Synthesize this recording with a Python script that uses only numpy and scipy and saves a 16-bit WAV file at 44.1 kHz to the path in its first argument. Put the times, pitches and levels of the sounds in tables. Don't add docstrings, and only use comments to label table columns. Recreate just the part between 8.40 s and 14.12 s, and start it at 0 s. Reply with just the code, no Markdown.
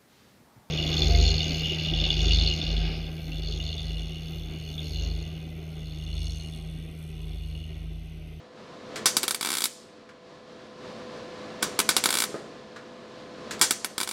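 import sys
import numpy as np
from scipy import signal
from scipy.fft import rfft, irfft
from scipy.io import wavfile
from scipy.ndimage import uniform_filter1d

SR = 44100
rng = np.random.default_rng(int(sys.argv[2]) if len(sys.argv) > 2 else 0)


def put_to_file(sound):
    columns = np.atleast_2d(sound).T
    safe = np.clip(columns, -1, 1)
    whole_steps = np.round(safe * 32767)
    wavfile.write(sys.argv[1], SR, whole_steps.astype(np.int16))


N = 252252
TIME = np.arange(N) / SR

# (t/s, level/dB, brightness/dB per octave)
SNAPS = [(0.6579, 0, 0), (0.768, 0, 0.8), (0.8314, -8.5, 1.2), (0.839, -8.5, -2.5), (0.8804, -4.5, 0),
         (0.9089, -5.5, 0.3), (0.9465, -9.5, 0.7), (1.2403, -5, 2.3), (1.256, -9, 1.3), (3.2278, -3, -1),
         (3.391, -0.5, 0), (3.401, -1.5, -1.5), (3.4909, 2.5, -0.5), (3.566, 1.5, -0.2),
         (3.6393, -3.5, 0.1), (3.6578, 1.5, -1.3), (5.1946, -22, -1), (5.2136, 1.5, 1),
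         (5.3088, -0.5, -0.1), (5.446, -6.5, -0.1)]
# (start t/s, end t/s, short circuits per s, opening level/dB, opening brightness/dB per octave)
CRACKLES = [(1.0107, 1.2203, 66, -8.7, -1.26), (3.6898, 3.839, 60, -5.5, -1.0),
            (5.5806, 5.632, 59, -7.5, -1), (5.675, 5.7124, 60, -13.5, -0.5)]
# (t/s, level/dB, brightness/dB per octave)
SPRAYS = [(0.657, -18, 1.5), (0.769, -27, .7), (3.224, -22, -2), (3.388, -28, -3), (3.491, -22, -1),
          (3.566, -22.5, -2), (5.213, -15.5, 1), (5.307, -30, 1.5)]
# (f/Hz, level/dB)
ARC_COLOUR = [(25, -30), (70, -13), (150, 2.5), (650, -2.5), (1100, -2), (1850, 3), (2700, 3.5), (4200, 7),
              (6500, 3), (9000, 7.5), (12000, 2), (15500, -4)]
# (f/Hz, level/dB)
SPRAY_COLOUR = [(30, 12), (100, -1), (280, -4.5), (480, 0), (800, -2), (1500, -3.5), (3700, -5),
                (6200, 3.5), (9000, -6), (16000, -12)]
# (f/Hz, width/Hz, level/dB)
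HOLLOW = [(287, 240, 10), (883, 310, 9.5), (1133, 365, 8.5), (1315, 60, 7.5), (1537, 130, 7),
          (2290, 300, 6), (3280, 390, 3), (3560, 364, 11.5), (4010, 270, 3), (4695, 130, 8),
          (4920, 76, -2.5), (5610, 160, 5.5), (7250, 97, 11.5), (7505, 72, 9.5), (8740, 133, 11.5),
          (9400, 410, 5), (10180, 110, -4)]
# (delay/ms, gain)
ECHOES = [(.32, -0.29), (1.11, -0.18), (2.15, 0.13), (2.7, 0.39), (15.1, -0.1)]
# (t/s, level/dB, brightness/dB per octave)
RELAY = [(0.558, -28, 0), (1.690, -45, -5), (4.361, -38.5, -5), (5.109, -27, 0.5)]
# (f/Hz, level/dB)
CLICK_COLOUR = [(100, -23.5), (700, -14.5), (1400, 7), (1900, 3), (2800, -1.5), (4500, -0.5), (8000, -5),
                (16000, -29)]
# (t/s, level/dB)
BUMPS = [(3.892, -37), (3.943, -25)]
# (f/Hz, time to fall 60 dB/s, level/dB)
PANEL = [(178, 0.12, -29), (347, 0.35, -11), (421, 0.052, 1), (460, 0.084, -7.5), (562, 0.22, -9.5),
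         (642, 0.26, -16), (1240, 0.084, -13.5), (1530, .13, -22)]
# (f/Hz, level/dB)
RATTLE_COLOUR = [(60, -10), (150, -5), (500, 0), (850, -17), (1600, -12), (4000, -35), (10000, -50)]
# (f/Hz, level/dB)
FAN_AIR_COLOUR = [(30, -21.5), (70, -10), (160, -0.5), (230, 1), (430, 1.2), (650, -2.5), (860, -9),
                  (1040, -5), (1400, -10), (2600, -15.5), (4200, -15), (7000, -27.5), (10000, -39),
                  (16000, -60.5)]
# (f/Hz, level/dB, waver/Hz)
HUM = [(222.4, -10, 9), (501.9, -3, 0.74), (668.5, -11.5, 7), (1026, -13.5, 9), (1720, -18.5, 8)]
# (t/s, level/dB)
BACKGROUND_LEVEL = [(0.15, -49.5), (0.68, -39.5), (1.0, -48.5), (1.5, -51.5), (2.33, -46.5), (2.6, -40.5),
                    (3.34, -39.5), (4.1, -44), (4.72, -45.5), (5.07, -41), (5.55, -48)]
# (f/Hz, time to fall 60 dB/s, level/dB)
ROOM = [(125, 0.7, -11.5), (500, 0.65, -3.5), (2000, 0.22, 1.5), (3940, 0.88, -10.5), (6500, 0.51, -3),
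        (10100, 0.46, -13.5), (15000, 0.25, -19)]

CRACKLE_JITTER, CRACKLE_SCATTER_DB, CRACKLE_SCATTER_TILT = 0.14, 1.16, 0.9
SETTLE_DB_PER_S, THIN_TILT_PER_S = -7.5, 7
MIDWAY_HURRY = 0.03
SPRAY_HOLD_S = 0.07
TOP_HZ = 16100


def undb(db):
    return 10 ** (np.asarray(db) / 20)


def log_interp(hz, points, values):
    return np.interp(np.log(np.maximum(hz, 1)), np.log(points), values)


def colour(x, spectrum, size=2048):
    bins = np.fft.rfftfreq(size, 1 / SR)
    level_db = log_interp(bins, *np.transpose(spectrum))
    cepstrum = irfft(np.log(undb(level_db)))
    cepstrum[1:size // 2] *= 2
    cepstrum[size // 2 + 1:] = 0
    response = irfft(np.exp(rfft(cepstrum)))
    return signal.fftconvolve(x, response)[:len(x)]


def tilt(x, db_per_octave, low_hz=600, high_hz=12000):
    db = db_per_octave * np.log2(high_hz / low_hz) / 2
    return colour(x, [(low_hz, -db), (high_hz, db)])


def unit(x):
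    return x / np.sqrt(np.mean(x ** 2))


def fade(t, t60):
    return np.exp(-np.log(1000) * t / t60)


def walk(rate):
    k = int(SR / rate)
    steps = np.repeat(rng.standard_normal(N // k + 1), k)
    smooth = uniform_filter1d(uniform_filter1d(steps, k), k)
    return unit(smooth[:N])


def add(out, s, x):
    part = out[int(round(s * SR)):][:len(x)]
    part += x[:len(part)]


def snaps(sizzle_db=-8, sizzle_t60=0.025, size=4096):
    out, t = np.zeros(N), TIME[:size]
    for s, db, brightness in [*SNAPS, *crackle()]:
        sizzle = rng.standard_normal(size) * fade(t, sizzle_t60)
        sizzle = undb(sizzle_db) * sizzle / np.linalg.norm(sizzle)
        snap = sizzle - signal.unit_impulse(size)
        add(out, s, undb(db) * tilt(snap, brightness))
    return out


def crackle():
    for start, end, rate, db, brightness in CRACKLES:
        length = end - start
        chance = rng.standard_normal((32, 3))
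        gaps = max(round(length * rate), 1)
        for k, (late, louder, brighter) in enumerate(chance[:gaps + 1]):
            jitter = (0 < k < gaps) * CRACKLE_JITTER * late
            share = (k + jitter) / gaps
            age = length * (share + MIDWAY_HURRY * np.sin(2 * np.pi * share))
            level_db = db + SETTLE_DB_PER_S * age + CRACKLE_SCATTER_DB * louder
            snap_tilt = brightness + THIN_TILT_PER_S * age + CRACKLE_SCATTER_TILT * brighter
            yield start + age, level_db, snap_tilt


def sprays(grain_db=2.5, t60=0.17, size=8192):
    out, t = np.zeros(N), TIME[:size]
    for s, db, brightness in SPRAYS:
        hold_s = SPRAY_HOLD_S * undb(db)
        grain = undb(grain_db * rng.exponential(size=size))
        bursts = unit(rng.standard_normal(size) * grain)
        envelope = fade(np.maximum(t - hold_s, 0), t60)
        add(out, s, undb(db) * tilt(bursts, brightness) * envelope)
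    return colour(out, SPRAY_COLOUR)


def hollow(x, scatter_db=-1.0, scatter_t60=0.072, build_s=0.0012, size=4096):
    t = TIME[:size]
    echoes = signal.unit_impulse(size)
    for ms, gain in ECHOES:
        echoes[int(ms * SR / 1000)] += gain
    bins = np.fft.rfftfreq(size, 1 / SR)[1:]
    resonance_db = sum(db / (1 + (2 * (bins - hz) / width) ** 2) for hz, width, db in HOLLOW)
    scatter = rng.standard_normal(size) * fade(t, scatter_t60) * (1 - np.exp(-t / build_s))
    scatter = undb(scatter_db) * scatter / np.linalg.norm(scatter)
    response = colour(echoes, np.column_stack([bins, resonance_db])) + scatter
    return signal.fftconvolve(x, response)[:N]


def ribs(x, bounce=0.9):
    g = np.clip(bounce, 0, 0.95)
    for lag in (6, 17):
        delayed = signal.unit_impulse(lag + 1, lag)
        direct = signal.unit_impulse(lag + 1)
        x = signal.lfilter(g * direct + delayed, direct + g * delayed, x)
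    return x


def relay(chatter_s=0.0045, t60=0.16, size=8192):
    out, t = np.zeros(N), TIME[:size]
    for s, db, brightness in RELAY:
        rattle = rng.standard_normal(size) * fade(np.maximum(t - chatter_s, 0), t60)
        add(out, s, undb(db) * tilt(rattle, brightness))
    return colour(out, CLICK_COLOUR)


def bumps(rattle_db=-10, rattle_t60=0.24, low_hz=140, size=16384):
    out, t = np.zeros(N), TIME[:size]
    ring = sum(undb(db) * fade(t, t60) * np.sin(2 * np.pi * hz * t) for hz, t60, db in PANEL)
    for s, db in BUMPS:
        rattle = unit(colour(rng.standard_normal(size), RATTLE_COLOUR)) * fade(t, rattle_t60)
        add(out, s, undb(db) * (ring + undb(rattle_db) * rattle))
    return signal.sosfilt(signal.butter(2, low_hz, "highpass", fs=SR, output="sos"), out)


def workshop(x):
    t = TIME[:SR]
    hz, t60, level_db = np.transpose(ROOM)
    noise, bins = rfft(rng.standard_normal(SR)), np.fft.rfftfreq(SR, 1 / SR)
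    tail = np.zeros(SR)
    for share, decay, db in zip(np.eye(len(hz)), t60, level_db):
        band = irfft(noise * log_interp(bins, hz, share))
        evened = np.sqrt(decay * SR / (2 * np.log(1000)))
        tail += band * undb(db) * fade(t, decay) / evened
    build_up = 1 - np.exp(-t / 0.016)
    return signal.fftconvolve(x, tail * build_up)[:N]


def fan(air_db=-1, hum_db=-3, flutter_db=1.4, waver_db=0.3):
    air = unit(colour(rng.standard_normal(N), FAN_AIR_COLOUR)) * undb(flutter_db * walk(14))
    tones = np.zeros(N)
    for hz, db, waver in HUM:
        gain = undb(db + waver_db * walk(5.4)) * np.sqrt(2)
        phase = 2 * np.pi * np.cumsum(hz + waver * walk(25)) / SR
        tones += gain * np.sin(phase)
    heard_gain = undb(np.interp(TIME, *np.transpose(BACKGROUND_LEVEL)))
    return (undb(air_db) * air + undb(hum_db) * tones) * heard_gain


def scene(snap_db=0.42, spray_db=-8.0, handling_room_db=-3):
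    arc = colour(undb(snap_db) * snaps() + undb(spray_db) * sprays(), ARC_COLOUR)
    handling = relay() + bumps()
    room = workshop(arc + undb(handling_room_db) * handling)
    return (ribs(hollow(arc)) + handling + room + fan())[None]


def record(dry, drive=0.69):
    rounded = np.tanh(drive * dry) / drive
    return signal.sosfilt(signal.ellip(10, 0.2, 75, TOP_HZ, fs=SR, output="sos"), rounded)


dry = scene()
out = record(dry)
put_to_file(out)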